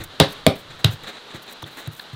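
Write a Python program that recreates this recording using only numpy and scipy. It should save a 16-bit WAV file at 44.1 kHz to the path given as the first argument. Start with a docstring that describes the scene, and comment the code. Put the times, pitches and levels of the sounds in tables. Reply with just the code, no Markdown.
"""On a plank porch, light rain hisses far off over a low rumble, and wet clay and straw crackle under fingers.
A faint thud comes first; then hands slap the clay cake on a wooden board three times: noise bursts and
air pops lead into dying wet splatter, while sine modes ring in board and planks and the porch answers.
Soft pats follow, with more crackle (grainy noise) and single wet ticks (rough noise through resonances).
The microphone hears little deep bass from the blows; the loudest peaks overload."""
import sys
import numpy as np
from scipy import signal
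from scipy.fft import rfft, irfft
from scipy.io import wavfile
from scipy.ndimage import uniform_filter1d

SR = 44100
rng = np.random.default_rng(int(sys.argv[2]) if len(sys.argv) > 2 else 0)


def int16_out(signal):
    """Quantize to a 16-bit WAV file."""
    q = np.round(np.clip(np.atleast_2d(signal).T, -1, 1) * 32767)
    wavfile.write(sys.argv[1], SR, q.astype(np.int16))


def gain_from_db(level_db):
    """Convert decibel levels to linear amplitude factors (20 dB per decade)."""
    decades = np.asarray(level_db, float) / 20
    return 10 ** decades


N = 94815  # samples

# far rain, spectrum shape: f/Hz, relative density level/dB per Hz
RAIN_SPECTRUM = [(15, -64), (25, -54), (111, -13), (166, -5), (344, -5.5), (439, -3.5), (607, -5),
                 (677, -6), (887, -5.5), (1190, -5), (1440, -4), (2350, -11), (3920, -3.5), (5140, -18.5),
                 (16000, -38.5)]
# far rain, course before the waver: t/s, level/dB
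RAIN_LEVEL = [(0, -44.5), (.3, -40.5), (.66, -46), (0.751, -42.5), (1.2, -42.5), (1.6, -43.5),
              (1.95, -44.5), (2.15, -42)]
# low rumble, spectrum shape: f/Hz, relative density level/dB per Hz
RUMBLE_SPECTRUM = [(20, 0), (50, -9.5), (100, -0.5), (160, -6.5), (260, -43)]
# low rumble, course: t/s, level/dB
RUMBLE_LEVEL = [(0, -34), (.15, -57.5), (.4, -53), (.65, -53), (.72, -49), (.8, -51), (1.04, -50),
                (1.12, -66), (1.6, -62.5), (2.15, -66)]
# clay and straw under the moving hand: t/s, length/s, body level/dB, treble level/dB
CRACKLES = [(0.0, 0.021, -35, -60), (0.035, 0.0098, -41, -37), (0.281, 0.027, -60, -48),
            (0.317, 0.013, -44, -42), (0.554, 0.011, -44, -46), (0.574, 0.029, -56, -49.5),
            (0.7, 0.018, -41, -67), (0.786, 0.024, -42, -55.5), (0.903, 0.033, -43.5, -44),
            (1.032, 0.0042, -54, -48.5), (1.033, 0.013, -39, -61), (1.064, 0.033, -34, -52),
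            (1.124, 0.054, -42, -69), (1.298, .025, -43, -76), (1.337, 0.028, -38, -52),
            (1.42, 0.013, -66, -46.5), (1.462, .005, -56, -54), (1.475, 0.021, -38.5, -60),
            (1.497, 0.0046, -57, -50), (1.5, 0.021, -49, -54), (1.512, 0.0028, -57, -44),
            (1.523, 0.0076, -48, -41.5), (1.621, 0.0071, -38, -43.5), (1.658, 0.025, -41.5, -53),
            (1.7, 0.057, -55, -57), (1.763, .042, -37.5, -47), (1.817, 0.039, -45.5, -76),
            (1.857, .012, -44.5, -63), (1.873, 0.0034, -41.5, -39), (1.91, 0.032, -60, -52),
            (1.932, 0.0029, -53, -51), (1.949, 0.0044, -59, -48), (1.959, 0.027, -76, -49.5),
            (1.992, 0.004, -41, -49), (2.001, 0.026, -78, -51.5), (2.127, 0.011, -43, -54)]
# crackle body, spectrum shape: f/Hz, relative density level/dB per Hz
CRACKLE_BODY = [(120, -36), (200, -6), (810, -8.5), (997, -13), (1860, -6.5), (2510, -13.5), (3040, -14.5),
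                (3980, -4.5), (4830, -29.5), (7000, -21.5), (9100, -28), (15400, -120)]
# crackle treble, spectrum shape: f/Hz, relative density level/dB per Hz
CRACKLE_TREBLE = [(3240, -46), (5500, -9.5), (9320, -5.5), (10100, -7), (11300, -8), (13500, -3.5),
                  (16000, -4.5)]
# thuds into the planks from slaps and soft pats: t/s, drive level/dB, tilt/dB per octave about 125 Hz
THUDS = [(0.002, -39, 12.5), (0.207, -15, -6), (0.471, -19.5, -23), (0.696, -45.5, 0), (0.845, -11.5, -7.5),
         (0.883, -21, -8), (0.93, -34, -23), (1.026, -45, -11), (1.344, -44, 13), (1.627, -33.5, 6.5),
         (1.873, -27.5, -2.5), (2.13, -33, -14)]
# porch plank modes: f/Hz, relative level/dB, t60/s
PLANK_MODES = [(97.5, -11.5, 0.12), (114.2, 5.5, 0.092), (143.5, -4.5, 0.2), (191.6, -11, 0.05),
               (326, -7.5, .12)]
# porch echo bands: centre f/Hz, relative level/dB, t60/s
PORCH_BANDS = [(103, -7.5, 0.17), (197, -11, 0.23), (347, -5, .25), (600, -3.5, 0.18), (970, -8.5, 0.23),
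               (1780, -7, 0.22), (3800, -12, 0.23), (8000, -14, 0.17)]
# slaps: t/s, smack drive level/dB, smack length/s, fingertip drive level/dB, splat start level/dB
SLAPS = [(0.2003, -0.5, 0.002, -24, -13), (0.4657, -1, 0.0015, -36, -26), (0.8453, -7.5, 0.0018, -21, -24)]
# smack noise before its low cut, spectrum shape: f/Hz, relative density level/dB per Hz
SMACK_SPECTRUM = [(500, -14), (1200, -18), (2200, -14), (3640, -11.5), (5250, -24.5), (6500, -34),
                  (7500, -25), (10000, -26.5), (14200, -31), (16000, -55)]
# wet splatter, spectrum shape: f/Hz, relative density level/dB per Hz
SPLAT_SPECTRUM = [(530, -29), (900, 2), (1220, -4), (1770, -1.5), (2500, -8), (3770, 3), (6250, -19),
                  (11700, -35), (14200, -39), (16000, -34)]
# air pockets popping under the palm, and a bright ring in the third smack (the 3810 Hz row): t/s, drive
# level/dB, f/Hz, t60/s
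POPS = [(0.2017, 4.5, 550, 0.0093), (0.4655, 5, 600, 0.014), (0.843, -19.5, 433, 0.054),
        (0.8456, -1.5, 3810, 0.0078)]
# board under slaps and firmer pats: t/s, push drive level/dB, push f/Hz, ring drive level/dB
PUSHES = [(0.2057, 2, 155, -12), (0.471, 2, 213, -16.5), (0.849, -11, 118, -45), (1.346, -25, 178, -47.5),
          (1.627, -29.5, 175, -47), (1.878, -22.5, 152, -52)]
# board modes: f/Hz, relative level/dB, t60/s
BOARD_MODES = [(274, -3, 0.053), (405.8, 1, .15), (534, 0.5, 0.13), (568, -2, 0.17), (693.5, -3.5, 0.11),
               (787, -7.5, 0.14), (850, -22, .12), (1230, -7.5, 0.066)]
# single ticks as clay lets go of the skin: t/s, rough drive level/dB, f/Hz
TICKS = [(0.923, -41, 6760), (1.477, -34, 3800), (1.629, -41, 5930), (1.625, -36.5, 1050),
         (1.639, -35.5, 3500), (1.996, -27, 3970), (1.996, -39.5, 1650)]

RAIN_WAVER_DB, DROPS_PER_S = 1.0, 4000
DROP_SHARE = 0.35  # rms of drops relative to the hiss
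GRAINS_PER_S, GRAIN_SPREAD_DB = 5000, 3.5
SMOOTH_SHARE = 1.2  # rms of smooth rub relative to its ticks
RISE_SHARE, FADE_SHARE = 0.28, 0.4  # rise time and fade constant, relative to crackle length
PLANK_LOW_HZ, PLANK_HIGH_HZ = 81, 307
PORCH_GAP_S = 0.0024
FINGER_LEAD_S, SMACK_FADE_S, SMACK_CUT_HZ = 0.0031, 0.00051, 730
SPLAT_RISE_S, SPLAT_T60_S = 0.004, 0.22
PUSH_T60_S, PUSH_CUT_HZ = 0.026, 420
TICK_CONTACT_S, TICK_T60_S = 0.004, 0.0052  # t60 of each of two passes
BASS_CUT_HZ = 75
CLIP_TOP, TOP_CUT_HZ = 1.0, 16700


def rms_one(x):
    """Scale a signal to rms 1."""
    return x / np.sqrt(np.mean(x ** 2) + 1e-20)


def butter(x, order, hz, kind):
    """Pass a signal through a Butterworth filter."""
    return signal.sosfilt(signal.butter(order, hz, kind, fs=SR, output="sos"), x)


def colour(x, points):
    """Shape noise by a spectrum table, straight in dB over log frequency; rms 1."""
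    hz, db = np.transpose(points)
    f = np.maximum(np.arange(len(x) // 2 + 1) * SR / len(x), 1)
    gain = gain_from_db(np.interp(np.log(f), np.log(hz), db))
    return rms_one(irfft(rfft(x) * gain, len(x)))


def ring(drive, hz, t60):
    """A two-pole resonance: a unit click sets a sine of starting height 1 ringing."""
    r = gain_from_db(-60 / (t60 * SR))
    w = 2 * np.pi * hz / SR
    return signal.lfilter([0, np.sin(w)], [1, -2 * r * np.cos(w), r * r], drive + 1e-18)


def clicks(s, gain):
    """One single-sample click per time."""
    out = np.zeros(N)
    places = np.clip((np.asarray(s) * SR).astype(int), 0, N - 1)
    np.add.at(out, places, gain)
    return out


def grains(rate):
    """Random ticks of uneven size and either sign."""
    struck = rng.random(N) < rate / SR
    size = gain_from_db(GRAIN_SPREAD_DB * np.minimum(rng.exponential(1, N), 5))
    return struck * size * rng.choice([-1, 1], N)


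def rain():
    """Far rain: many drops blend into noise, a share stay single; the level wavers a little."""
    s, db = np.transpose(RAIN_LEVEL)
    waver = rng.standard_normal(N)
    for _ in range(2):
        waver = uniform_filter1d(waver, size=1500)
    level = gain_from_db(np.interp(np.arange(N) / SR, s, db) + RAIN_WAVER_DB * rms_one(waver))
    wet = rng.standard_normal(N) + DROP_SHARE * rms_one(grains(DROPS_PER_S))
    return level * colour(wet, RAIN_SPECTRUM)


def rumble():
    """Low-pitched noise that settles after the heavy slaps."""
    s, db = np.transpose(RUMBLE_LEVEL)
    level = gain_from_db(np.interp(np.arange(N) / SR, s, db))
    return level * colour(rng.standard_normal(N), RUMBLE_SPECTRUM)


def crackles():
    """Many small wet ticks on a smooth rub swell and fade with each movement of the hand."""
    t = np.arange(N) / SR
    body, treble = np.zeros(N), np.zeros(N)
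    for s, length, body_db, treble_db in CRACKLES:
        rise = np.clip((t - s) / (RISE_SHARE * length), 0, 1)
        fade = np.exp(-np.maximum(t - s - length, 0) / (FADE_SHARE * length))
        body += gain_from_db(body_db) * rise * fade
        treble += gain_from_db(treble_db) * rise * fade
    rub = rms_one(grains(GRAINS_PER_S)) + SMOOTH_SHARE * rng.standard_normal(N)
    return body * colour(rub, CRACKLE_BODY) + treble * colour(grains(GRAINS_PER_S), CRACKLE_TREBLE)


def planks():
    """Each thud rings the porch plank modes, tilted toward the low or the high ones."""
    s, db, tilt = np.transpose(THUDS)
    out = 0
    for hz, level_db, t60 in PLANK_MODES:
        drive = gain_from_db(db + level_db + tilt * np.log2(hz / 125))
        out = out + ring(clicks(s, drive), hz, t60)
    return butter(out, 3, [PLANK_LOW_HZ, PLANK_HIGH_HZ], "band")


def porch(x):
    """Dense echoes from walls and roof: convolution with noise that dies band by band."""
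    t = np.arange(SR // 2) / SR
    hz = np.array([row[0] for row in PORCH_BANDS])
    edges = np.r_[60, np.sqrt(hz[1:] * hz[:-1]), 16000]
    echo = 0
    for (_, db, t60), low, high in zip(PORCH_BANDS, edges, edges[1:]):
        band = butter(rng.standard_normal(len(t)), 2, [low, high], "band")
        even = np.sqrt(2 * np.log(1000) / (t60 * SR))  # offsets the extra energy of a longer decay
        echo = echo + gain_from_db(db) * band * gain_from_db(-60 * t / t60) * even
    onset = np.clip(t / PORCH_GAP_S - 1, 0, 1)  # silent for one gap, full after two
    return signal.fftconvolve(x, echo * onset)[:N]


def smacks():
    """Fingertips lead softly, bright noise bursts out, air pockets pop, then wet spatter dies away."""
    t = np.arange(N) / SR
    bright, splat = 0, 0
    for s, db, length, lead_db, splat_db in SLAPS:
        lead = (t < s) * np.sqrt(np.clip(1 + (t - s) / FINGER_LEAD_S, 0, 1))
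        main = (t >= s) * np.exp(-np.maximum(t - s - length, 0) / SMACK_FADE_S)
        bright = bright + gain_from_db(db) * main + gain_from_db(lead_db) * lead
        after = np.maximum(t - s, 0)
        rise = np.clip(after / SPLAT_RISE_S, 0, 1)
        splat = splat + gain_from_db(splat_db - 60 * after / SPLAT_T60_S) * rise
    burst = bright * colour(rng.standard_normal(N), SMACK_SPECTRUM)
    air = butter(burst, 4, SMACK_CUT_HZ, "high")
    pops = sum(ring(clicks([s], -gain_from_db(db)), hz, t60) for s, db, hz, t60 in POPS)
    return air + pops, splat * colour(rng.standard_normal(N), SPLAT_SPECTRUM)


def board():
    """The board dips under each blow in one heavy damped swing and rings on in its modes."""
    s, _, _, ring_db = np.transpose(PUSHES)
    swing = sum(ring(clicks([a], -gain_from_db(db)), hz, PUSH_T60_S) for a, db, hz, _ in PUSHES)
    out = butter(swing, 2, PUSH_CUT_HZ, "low")
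    for k, (hz, db, t60) in enumerate(BOARD_MODES):
        sign = (-1) ** k  # neighbouring modes start in opposite directions
        out = out + ring(clicks(s, gain_from_db(ring_db + db) * sign), hz, t60)
    return out


def ticks():
    """A few ms of rough contact ring a small wet cavity, a narrow resonance passed twice."""
    t = np.arange(N) / SR
    rough = rng.standard_normal(N)
    decay = np.log(1000) / (TICK_T60_S * SR)  # per sample; scales the second pass
    out = 0
    for s, db, hz in TICKS:
        contact = gain_from_db(db) * rough * (t >= s) * (t < s + TICK_CONTACT_S)
        first = ring(contact, hz, TICK_T60_S)
        out = out + ring(decay * first, hz, TICK_T60_S)
    return out


def scene():
    """Blows with their porch echoes, short of deep bass, over crackle, rumble and far rain."""
    air, splat = smacks()
    blows = air + board() + planks()
    blows = butter(blows + porch(blows), 3, BASS_CUT_HZ, "high")
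    return (blows + splat + crackles() + ticks() + rumble() + rain())[None]


def low_pass(x):
    """Removes everything above the highest recorded frequency."""
    return signal.sosfilt(signal.butter(12, 16370, fs=SR, output="sos"), x)


def record(dry):
    """At the microphone the loudest peaks overload, flattened at full scale; then the top is cut."""
    clipped = np.clip(dry, -CLIP_TOP, CLIP_TOP)
    top_cut = signal.cheby2(12, 60, TOP_CUT_HZ, fs=SR, output="sos")
    mix = signal.sosfilt(top_cut, clipped)
    return low_pass(mix)


dry = scene()
out = record(dry)
int16_out(out)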